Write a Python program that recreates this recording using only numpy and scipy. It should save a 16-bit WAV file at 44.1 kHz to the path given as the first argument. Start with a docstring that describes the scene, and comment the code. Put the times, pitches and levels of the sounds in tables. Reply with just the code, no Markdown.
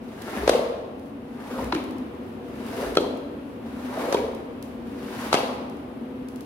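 """A tiled, echoing workshop: a long-handled brush is dragged five times over a soapy wet carpet.
Each stroke swells into a wet hiss of crackling noise, with clouds of short rising bubble tones around it.
Then the head drops off the carpet's edge and slaps the flooded tiles: noise cracks, ringing plastic,
trapped air that plops, short pitched spits of noise, and thrown suds that patter and gurgle.
A machine hums in bands of noise, the foam fizzes in tiny bursts and drops tick on the floor."""
import sys
import numpy as np
from scipy import signal
from scipy.fft import rfft, irfft, next_fast_len
from scipy.io import wavfile
from scipy.ndimage import uniform_filter1d, map_coordinates

SR = 44100
rng = np.random.default_rng(int(sys.argv[2]) if len(sys.argv) > 2 else 0)


def waveform_to_disk(signal):
    """Save audio, clipped to [-1, 1], as 16-bit WAV at the path in sys.argv[1]."""
    frames = np.transpose(np.atleast_2d(signal))
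    scaled = np.clip(frames, -1, 1) * 32767
    samples = np.round(scaled).astype(np.int16)
    wavfile.write(sys.argv[1], SR, samples)


N = 284445
TOP_HZ = 15950  # upper band limit


def amp(db):
    """Decibels to gain."""
    return 10 ** (np.asarray(db) / 20)


def unit(x):
    """Scaled to rms 1."""
    return x / np.sqrt(np.mean(x ** 2) + 1e-20)


def along(points, hz):
    """(frequency [Hz], value) points read on a log frequency axis."""
    f, v = np.transpose(points)
    return np.interp(np.log(hz + 1), np.log(f), v)


def clock():
    """The time of every sample in seconds."""
    return np.arange(N) / SR


def swell(s, width):
    """A bell-shaped rise and fall around time s; width is its standard deviation in seconds."""
    return np.exp(-.5 * ((clock() - s) / width) ** 2)


def wobble(rate):
    """A smooth random curve, rate knots a second."""
    knots = rng.standard_normal(int(N * rate / SR) + 4)
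    return map_coordinates(knots, [clock() * rate])


def filtered(x, response):
    """x times a response of frequency, padded so that the end does not wrap onto the start."""
    m = next_fast_len(x.shape[-1] + 8192)
    spectrum = rfft(x, m) * response(np.fft.rfftfreq(m, 1 / SR))
    return irfft(spectrum, m)[..., :x.shape[-1]]


def coloured(x, spectrum, size=2048):
    """x through a causal (minimum-phase) filter of unit energy with this spectrum."""
    gain = amp(along(spectrum, np.fft.rfftfreq(size, 1 / SR)))
    cepstrum = irfft(np.log(gain))
    cepstrum[1:size // 2] *= 2
    cepstrum[size // 2 + 1:] = 0
    kernel = irfft(np.exp(rfft(cepstrum)))
    return signal.fftconvolve(x, kernel / np.linalg.norm(kernel))[:len(x)]


def cut(x, hz, kind):
    """A gentle causal low-pass or high-pass."""
    b, a = signal.butter(2, min(hz, .45 * SR), kind, fs=SR)
    return signal.lfilter(b, a, x)


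def add(track, s, sound):
    """Mix a sound into a track at time s."""
    part = track[max(round(s * SR), 0):][:len(sound)]
    part += sound[:len(part)]


def crackle(rate, spread_db):
    """Tiny bursts of uneven size at random times, rate a second on average, rms 1."""
    bursts = rng.random(N) < rate / SR
    heights = rng.standard_normal(N)
    return unit(bursts * heights * amp(spread_db * np.clip(rng.standard_normal(N), -2, 2)))


def pocket(t, hz, t60, attack, rise):
    """Air trapped in water rings, its pitch rising as it nears the surface; it radiates no deep bass."""
    t = np.maximum(t, 0)
    phase = 2 * np.pi * hz * t * (1 + rise * np.minimum(t / t60, 1))
    envelope = amp(-60 * t / t60) * (1 - np.exp(-t / attack))
    return cut(np.sin(phase) * envelope, 0.44 * hz, "high")


def bubbling(rate, centre_hz, spread, cycles, size):
    """A cloud of short rising bubble tones of uneven strength around a steady or moving pitch, rms 1."""
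    draws = rng.standard_normal((round(rate * N / SR), 2))
    pitch_draw, level_draw = np.clip(draws[:, :1], -2, 2), np.clip(draws[:, 1:], -2, 2)
    starts = rng.integers(0, N, (len(draws), 1))
    hz = np.broadcast_to(centre_hz, N)[starts] * np.exp(spread * pitch_draw)
    age = hz * np.arange(size) / SR  # in cycles
    envelope = amp(1.4 * level_draw - 60 * age / cycles) * (1 - np.exp(-2 * age))
    tones = envelope * np.sin(2 * np.pi * age * (1 + 0.2 * age / cycles))
    places = starts + np.arange(size)
    return unit(np.bincount(places.ravel(), tones.ravel(), N)[:N])


def snap(t60, rise, lead_in, size=60):
    """A short burst of noise with an evened-out spectrum; it starts after a quiet lead-in."""
    t = np.maximum(np.arange(SR // 5) / SR - lead_in, 0)
    shape = amp(-60 * t / t60) * (1 - np.exp(-t / rise))
    z = rfft(shape * rng.standard_normal(len(t)))
    smooth_power = np.abs(uniform_filter1d(np.abs(z) ** 2, size))
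    return np.linalg.norm(shape) * irfft(z / np.sqrt(smooth_power), len(t))


def snaps(rows, colour, t60, rise, echo_db):
    """Rows of (s, dB, top Hz) as sharp snaps, scattered off the wet floor and into the room."""
    pair, echo_feed = np.zeros((2, N)), np.zeros(N)
    lead_in = .004  # s
    for s, db, top_hz in rows:
        for track in pair:
            burst = amp(db) * snap(t60, rise, lead_in)
            add(track, s - lead_in, cut(burst, top_hz, "low"))
        # the echo is fed a single impulse of the same energy, so its colour stays even
        impulse = np.linalg.norm(burst) * signal.unit_impulse(len(burst))
        add(echo_feed, s, cut(impulse, top_hz, "low"))
    straight = diffuse(np.array([coloured(track, colour) for track in pair]))
    return straight + amp(echo_db) * echo(coloured(echo_feed, colour))


# Likeness of left and right in sound from all sides: (frequency [Hz], correlation)
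ALIKE = [(100, 0.99), (250, 0.95), (500, 0.68), (900, -0.04), (1500, -0.021), (4000, -0.0087)]


def diffuse(pair):
    """Two unrelated signals as sound from all sides: alike in the bass only."""
    turn = lambda hz: np.arccos(np.clip(along(ALIKE, hz), -1, 1)) / 2
    mid, side = filtered(pair, lambda hz: np.array([np.cos(turn(hz)), np.sin(turn(hz))]))
    return np.array([mid + side, mid - side])


def direct(x, left_lead=.0001):
    """Work a little to the left: its straight path reaches the left channel first, by left_lead seconds."""
    sides = np.array([[1], [-1]])
    return filtered(x, lambda hz: np.exp(1j * np.pi * hz * left_lead * sides))


# Decay of the hard-walled room: (frequency [Hz], time to fall 60 dB [s])
ROOM_T60 = [(100, 0.81), (500, 1.39), (1200, 1.14), (3500, 0.87), (7000, 0.66), (14000, 0.63)]


def echo(x, build_up=0.00061):
    """The tiled room answers from all sides with decaying noise, the treble dying first."""
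    hz, t, z = signal.stft(rng.standard_normal((2, SR)), SR, nperseg=256)
    z = z * (1 - np.exp(-t / build_up)) * amp(-60 * t / along(ROOM_T60, hz)[:, None])
    tail = diffuse(signal.istft(z, SR, nperseg=256)[1])
    tail = tail / np.sqrt(np.sum(tail ** 2) / 2)
    return signal.fftconvolve(x[None], tail, axes=1)[:, :N]


def in_room(x, direct_db, echo_db):
    """A source heard both straight and off the walls."""
    return amp(direct_db) * direct(x) + amp(echo_db) * echo(x)


def scattered(make, direct_db, echo_db):
    """A wide spray of many small sources: left and right hear their own treble detail."""
    pair = np.array([make(), make()])
    return amp(direct_db) * diffuse(pair) + amp(echo_db) * echo(pair[0])


# Fuzzy bands of the drone: (centre [Hz], width [Hz], level before the slow level curve [dB])
HUM = [(73.5, 3.8, -56), (225.5, 22, -42), (250.9, 11.1, -40), (279, 23, -43), (341, 27, -50.5),
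       (382.6, 32, -49), (485, 20, -47.5)]
# Slow level curve of the machine: (time [s], drone gain [dB], air gain [dB])
HUM_LEVEL = [(0, -2.5, -1.5), (1.35, -3.5, -1.5), (2.0, 1, 1.5), (3.6, 0.2, 0.4), (5.2, 0, 1.2),
             (6.4, -0.5, 0)]
# Colour of the machine's air: (frequency [Hz], relative level [dB])
AIR = [(20, -17), (36, -8), (90, 0), (180, 0), (350, -0.5), (600, -3), (1000, -8.5), (1800, -18),
       (2800, -20), (4000, -28.5), (7000, -40), (16000, -43)]


def machine(air_db=-42.0, waver_db=1.14, waver_share=0.01092):
    """A motor drones in fuzzy bands, each swelling on its own, all wavering in pitch, over the rush of its air."""
    times, *levels = np.transpose(HUM_LEVEL)
    drone_gain, air_gain = [amp(np.interp(clock(), times, db)) for db in levels]
    air_noise = rng.standard_normal((2, N))
    air = amp(air_db) * unit(filtered(air_noise, lambda f: amp(along(AIR, f))))
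    drone = np.zeros((2, N))
    for hz, width, db in HUM:
        noise = rng.standard_normal((2, N))
        band = filtered(noise, lambda f: (1 + (2 * (f - hz) / width) ** 4) ** -.5)
        drone += amp(db) * unit(band * amp(waver_db * wobble(4)))
    # reading the drone at an uneven speed bends its pitch
    turned = np.cumsum(1 + waver_share * wobble(3))
    drone = np.array([map_coordinates(side, [turned], order=1, mode="mirror") for side in drone])
    return diffuse(air * air_gain + drone * drone_gain)


# Head set back into the foam between pulls: (time [s], level [dB], bell width [s])
LANDINGS = [(1.06, -66, 0.06), (2.295, -65.5, 0.068), (3.503, -67, 0.066), (4.74, -71, 0.038)]
# Colour of the bursting foam: (frequency [Hz], relative level [dB])
FIZZ = [(2000, 10), (5000, -28), (7500, -11), (10500, -0.5), (13000, -2.5), (16000, -26)]
# Colour of crinkling foam and ticking drops: (frequency [Hz], relative level [dB])
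TICK = [(1000, -37), (3000, -4), (5000, -4), (8000, -8), (11000, -3.5), (16000, -11.5)]


def foam(full_db=-61.5, grows_db=9, grows_s=0.8):
    """Countless small bubbles burst all over the floor, more as foam is worked up and where the head lands."""
    fizz = np.array([coloured(crackle(rate=5600, spread_db=-3.5), FIZZ) for _ in range(2)])
    crushed = sum(amp(db) * swell(s, width) for s, db, width in LANDINGS)
    crinkle = np.array([coloured(crackle(rate=2300, spread_db=-1.0), TICK) for _ in range(2)])
    growth = amp(full_db - grows_db * np.exp(-clock() / grows_s))
    return fizz * growth + crushed * crinkle


def pull_db(start, fastest, end, swell_db, ease, stop_db_per_s=346):
    """Level of one pull: it swells, eases off at so many dB per second, and dies quickly outside the stroke."""
    t = clock()
    outside = np.maximum(t - end, 0) + np.maximum(start - t, 0)
    swelling = swell_db * (t - fastest) / (fastest - start)
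    easing = -ease * (t - fastest)
    return np.minimum(swelling, easing) - stop_db_per_s * outside


# One pull of the brush per row, dying quickly after its end; levels come before the mix gains:
# (start [s], fastest [s], end of the pull [s], easing off [dB/s], wash of pushed water [dB],
#  hiss of the pile [dB], wave of suds fullest [s], its bubbling [dB], its bubble pitch [Hz], its froth [dB])
STROKES = [(0.015, 0.334, 0.57, 42, -30, -37.5, 0.38, -49, 960, -48),
           (1.257, 1.598, 1.63, 70, -30.5, -39, 1.6, -35.5, 560, -39),
           (2.44, 2.805, 2.874, 63, -32, -36, 2.86, -30, 467, -39.5),
           (3.632, 3.996, 4.125, 67, -33, -37, 4.04, -29.5, 558, -35),
           (4.847, 5.197, 5.27, 21, -34.5, -37, 5.29, -36.5, 720, -40)]
# Colour of the pushed water: (frequency [Hz], relative level [dB])
WASH = [(80, -77), (200, 7.5), (350, 9), (550, -0.5), (800, -3.5), (1200, -10), (1900, -10.5),
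        (4000, -34.5)]
# Colour of the carpet pile: (frequency [Hz], relative level [dB])
HISS = [(150, -84), (500, -35), (1300, 1), (2200, -2.5), (3300, -5), (5000, -9), (8000, -15),
        (10500, -10.5), (13000, -15), (16000, -21.5)]


def scrubbing(grip_db=2.37, surge_db=2, rasp_db=-3, squelch_db=-7, bristles_db=-7.0):
    """The bristles flick water out of the pile and squelch small bubbles in the water they push."""
    swell_db, wash_lag = 20.5, 0.031  # the pushed water trails the head by wash_lag seconds
    push, drag = np.zeros((2, N))
    for start, fastest, end, ease, wash_db, hiss_db, *_ in STROKES:
        push += amp(wash_db + pull_db(start, fastest + wash_lag, end, swell_db, ease))
        drag += amp(hiss_db + pull_db(start, fastest, end, swell_db, ease))
    grip = grip_db * wobble(70)  # the head catches and slides
    surge = surge_db * wobble(60)  # the water folds over in lumps
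    rasp = coloured(crackle(rate=1200, spread_db=2.0), WASH)
    squelch = bubbling(rate=300, centre_hz=982, spread=0.38, cycles=6.6, size=800)
    wash = push * amp(grip + surge) * (amp(rasp_db) * rasp + amp(squelch_db) * squelch)
    flick = drag * amp(grip)
    hiss = lambda: flick * coloured(crackle(rate=2200, spread_db=0.0), HISS)
    # single stiff bristles spring free
    springing = bubbling(rate=220, centre_hz=1690, spread=0.47, cycles=4.2, size=400)
    bristles = flick * amp(bristles_db) * springing
    near = in_room(wash + bristles, direct_db=-3.0, echo_db=-4.5)
    return near + scattered(hiss, direct_db=-8.0, echo_db=-3.5)


def wave(swell_db=28, ease=70, froth_hz=1000, froth_lead=0.033, sink_octaves_per_s=1.6):
    """The wave of suds ahead of the head bubbles louder and lower as it grows; a finer froth runs before it."""
    level, froth, times, pitches = np.zeros(N), np.zeros(N), [], []
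    for start, _, end, *_, fullest, db, hz, froth_db in STROKES:
        level += amp(db + pull_db(start, fullest, end, swell_db, ease))
        froth += amp(froth_db + pull_db(start, fullest - froth_lead, end, swell_db, ease))
        times += [start, end]
        pitches += [np.log2(hz) - sink_octaves_per_s * (s - fullest) for s in (start, end)]
    sinking_hz = 2 ** np.interp(clock(), times, pitches)
    bubbles = bubbling(rate=450, centre_hz=sinking_hz, spread=0.21, cycles=11.6, size=1600)
    fine = bubbling(rate=600, centre_hz=froth_hz, spread=0.18, cycles=11, size=800)
    return in_room(level * bubbles + froth * fine, direct_db=-3.5, echo_db=-4.5)


# The nearest drops: (time [s], relative level [dB])
DRIPS = [(0.22, -26), (0.9951, -41), (1.644, -28), (1.8403, -32), (1.9094, -35), (1.983, -36),
         (2.1494, -46), (3.1722, -36.5), (4.349, -32.5), (4.626, -26.5), (5.6978, -36), (5.769, -41),
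         (6.2855, -31), (6.3594, -32), (6.408, -30.5)]


def drips(tick_gain_db=-3):
    """Single drops tick sharply on the wet floor as tiny bursts of noise."""
    ticks = [(s, db + tick_gain_db, TOP_HZ) for s, db in DRIPS]
    return snaps(ticks, TICK, t60=0.0083, rise=0.00037, echo_db=-2.0)


# The head judders on the carpet: (time [s], level before the mix gains [dB], bell width [s])
JUDDERS = [(0.43, -32, 0.033), (1.652, -34.5, 0.042), (2.898, -38, 0.036)]


def judder(low_hz=49, high_hz=76):
    """Pressed hard, the head shakes the carpet with a low rumble."""
    noise = rng.standard_normal(N)
    shake = filtered(noise, lambda f: (f > low_hz) / (1 + (f / high_hz) ** 4))
    phase = np.angle(signal.hilbert(shake))
    rumble = unit(np.cos(phase))  # uneven in rate, even in strength
    pressure = sum(amp(db) * swell(s, width) for s, db, width in JUDDERS)
    return in_room(rumble * pressure, direct_db=-3.0, echo_db=-8.0)


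# Large bubbles under the head and in the thrown suds: (time [s], level before the mix gains [dB], pitch [Hz])
GULPS = [(0.4318, -20.5, 410), (0.535, -14.5, 610), (0.5494, -8.5, 481), (0.558, -16.5, 468),
         (0.575, -16, 510), (0.592, -14, 587), (0.657, -22.5, 522), (0.698, -22, 478), (0.741, -24, 598.7),
         (0.942, -36, 704), (1.568, -25, 510), (1.59, -20, 905), (1.622, -26, 480), (1.7307, -19.5, 335),
         (1.7524, -17, 306.4), (2.382, -41, 745), (2.918, -23, 444), (3.044, -24, 994), (3.062, -32, 580),
         (3.9745, -19.5, 637), (4.077, -20, 495), (4.149, -16, 925), (4.1974, -18.5, 417),
         (4.237, -19.5, 425), (5.383, -23, 480), (5.402, -19, 795), (5.432, -20.5, 499)]


def gulps(cycles=25.4):
    """Large round bubbles ring, each at its own pitch, falling 60 dB over so many cycles."""
    t, track = np.arange(SR // 5) / SR, np.zeros(N)
    for s, db, hz in GULPS:
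        add(track, s, amp(db) * pocket(t, hz, cycles / hz, attack=0.0019, rise=0.051))
    return in_room(track, direct_db=3.5, echo_db=-4.0)


# The head slaps the wet floor, one edge after the other, and traps air; levels come before the mix gains:
# (time [s], crack [dB], crack's upper limit [Hz], ring of the head [dB], air pocket [dB], pocket pitch [Hz],
#  pocket's fall by 60 dB [cycles])
SLAPS = [(0.4765, -26, 6950, -36, 0.5, 513, 6.3), (0.4934, -23, 13100, -29, 3, 517, 5.2),
         (1.7233, -27.5, 3600, -31, -6.5, 860, 3.9), (1.7484, -35, 6500, -40, -14, 307, 4.2),
         (1.762, -39, 2800, -42, -23, 560, 5.1), (2.9523, -37.5, 14000, -49, -33, 890, 4.1),
         (2.9700, -28, 6000, -14.5, 4, 473, 3.66), (2.982, -42, 4000, -29, -6, 426, 8.1),
         (4.125, -31, 13000, -38, -8, 470, 5.8), (4.1446, -36, 8000, -31, -3.5, 440, 7.6),
         (4.168, -40, 5000, -53, -12, 430, 6.8), (5.3281, -24, 10700, -17.5, 8, 770, 2.06),
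         (5.3416, -23.5, 8900, -38, 5, 445, 2.23), (5.3490, -28.5, 9000, -31, -1, 597, 2.3)]
# Modes of the plastic head, damped by the wet bristles:
# (frequency [Hz], mean relative level [dB], time to fall 60 dB [s])
HEAD = [(1312, -0.5, 0.026), (2530, -12.5, 0.021), (3240, -4.5, 0.015), (4030, -5, 0.014),
        (4150, -7, 0.014), (5800, -25, 0.008)]
# Colour of the cracking water film: (frequency [Hz], relative level [dB])
CRACK = [(50, -41), (150, -27), (600, -1), (1300, 5.5), (2000, 0), (3500, -3), (6000, -6.5), (8000, -12.5),
         (11000, -8.5), (16000, -48)]


def slaps(closing=0.00169, crack_gain_db=10.5, ring_spread_db=0.5):
    """The water film cracks; closing seconds later the head rings and the trapped air gives a hollow plop."""
    t, plops, rings = np.arange(SR // 5) / SR, np.zeros(N), np.zeros(N)
    for s, _, _, ring_db, pocket_db, hz, cycles in SLAPS:
        plop = pocket(t - closing, hz, cycles / hz, attack=0.00057, rise=0.04)
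        add(plops, s, amp(pocket_db) * plop)
        ring = np.zeros(len(t))
        for f, db, t60 in HEAD:
            uneven_db = db + ring_spread_db * rng.standard_normal()
            ring += amp(uneven_db - 60 * t / t60) * np.sin(2 * np.pi * f * t)
        add(rings, s + closing, amp(ring_db) * ring)
    cracks = snaps([row[:3] for row in SLAPS], CRACK, t60=0.026, rise=0.00019, echo_db=-7.5)
    hollow = in_room(plops, direct_db=3.0, echo_db=-4.5)
    return amp(crack_gain_db) * cracks + hollow + in_room(rings, direct_db=5.0, echo_db=-9.0)


# Water jets from under the closing head: (time when it shuts [s], level before the mix gains [dB])
SQUIRTS = [(0.493, -23), (1.75, -27), (4.146, -21.5), (5.343, -16.5)]
# Colour of squirted and thrown water: (frequency [Hz], relative level [dB])
SPRAY = [(100, -54), (300, -0.5), (800, 20.5), (1100, 21.5), (1450, -2.5), (2000, -1.5), (3900, 6.5),
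         (5400, -3), (8000, -7.5), (11000, -3.5), (16000, -17)]


def squirts(rise_db_per_s=1100):
    """The last of the water jets out from under the head, louder and louder until it shuts."""
    jet = np.zeros(N)
    for s, db in SQUIRTS:
        jet += amp(db - rise_db_per_s * np.abs(s - clock())) * (clock() < s)
    spray = lambda: jet * coloured(crackle(rate=5400, spread_db=0.5), SPRAY)
    return scattered(spray, direct_db=-1.0, echo_db=-8)


# Short bursts of narrow-band noise around the slaps:
# (time [s], level before the mix gains [dB], centre [Hz], time to fall 60 dB [s])
SPITS = [(0.494, -29, 3770, 0.04), (0.533, -27, 2140, 0.028), (0.556, -29, 2900, 0.022),
         (1.723, -22, 1000, 0.02), (1.7228, -28, 4050, 0.015), (1.748, -30, 2950, 0.02),
         (1.763, -33, 2440, 0.025), (1.78, -34, 2300, 0.02), (2.9515, -34, 5900, 0.014),
         (2.971, -25, 3330, 0.045), (2.99, -39, 4250, 0.1), (4.1233, -31, 6100, 0.026),
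         (4.128, -34, 4750, 0.03), (4.139, -26, 947, 0.025), (4.144, -27, 3230, 0.022),
         (4.167, -28.5, 2380, 0.025), (5.328, -19.5, 1304, 0.02), (5.339, -27, 5700, 0.02),
         (5.341, -22, 834, 0.03), (5.341, -28.5, 3250, 0.08), (5.352, -30, 2220, 0.07),
         (5.369, -26, 2790, 0.044), (5.37, -33, 4650, 0.06)]


def spits(width=0.091, rise=0.001):
    """Each burst is noise in a narrow band around its centre, quickly dying: a short, pitched spit."""
    track = np.zeros(N)
    for s, db, hz, t60 in SPITS:
        burst = snap(t60, rise, lead_in=0)
        limits = hz * np.exp(width * np.array([-.5, .5]))
        b, a = signal.butter(2, limits, "band", fs=SR)
        spit = signal.lfilter(b, a, burst)
        same_energy = np.linalg.norm(burst) / np.linalg.norm(spit)
        add(track, s, amp(db) * spit * same_energy)
    return in_room(track, direct_db=1.0, echo_db=-5.0)


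# Thrown suds land; levels come before the mix gains:
# (time [s], spray [dB], droplet pitch [Hz], gurgle [dB], gurgle pitch [Hz])
SPLASHES = [(0.52, -30, 3800, -23.5, 523), (1.772, -39.5, 2400, -34, 420), (3.005, -39, 3740, -29.5, 431),
            (4.162, -38.5, 3270, -30, 435), (5.364, -29.5, 3070, -22, 700)]


def splashes(count=40, pitch_spread=0.227, cycles=14, droplets_db=-5.0, patter_db=0.0, width=0.032):
    """Thrown suds patter on the tiles, tinkle as droplets and fold air into gurgling bubbles."""
    t, throw, gurgle = np.arange(SR // 10) / SR, np.zeros(N), np.zeros(N)
    for s, spray_db, _, gurgle_db, hz in SPLASHES:
        throw += amp(spray_db) * swell(s, width)
        for when, pitch, bulk in rng.standard_normal((count, 3)):
            bubble_hz = hz * np.exp(pitch_spread * pitch)
            bubble = pocket(t, bubble_hz, cycles / bubble_hz, attack=0.0002, rise=0.15)
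            bubble_s = s + width * (1.3 * abs(when) - .7)
            add(gurgle, bubble_s, amp(gurgle_db + 2 * bulk) * bubble)
    patter = lambda: throw * amp(patter_db) * coloured(crackle(rate=2000, spread_db=6.5), SPRAY)
    times, _, droplet_hz, *_ = np.transpose(SPLASHES)
    moving_hz = np.interp(clock(), times, droplet_hz)
    tinkle = bubbling(rate=420, centre_hz=moving_hz, spread=0.361, cycles=26, size=600)
    droplets = throw * amp(droplets_db) * tinkle
    spray = scattered(patter, direct_db=-0.5, echo_db=0.0)
    spray = spray + in_room(droplets, direct_db=-1.0, echo_db=-5.0)
    return spray + in_room(gurgle, direct_db=-3.5, echo_db=-6.5)


def scene(left_db=0.67):
    """All sources, a little stronger on the left."""
    room = machine() + foam()
    strokes = scrubbing() + wave() + drips() + judder() + gulps()
    impacts = slaps() + squirts() + spits() + splashes()
    return (room + strokes + impacts) * amp([[left_db], [-left_db]])


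def record(dry):
    """Peaks near full scale are rounded off; the deepest bass and all above the band limit are dropped."""
    limited = dry / (1 + np.abs(dry) ** 8) ** (1 / 8)
    return filtered(limited, lambda hz: (hz < TOP_HZ) * (1 - 1 / (1 + (hz / 35) ** 10)))


dry = scene()
out = record(dry)
waveform_to_disk(out)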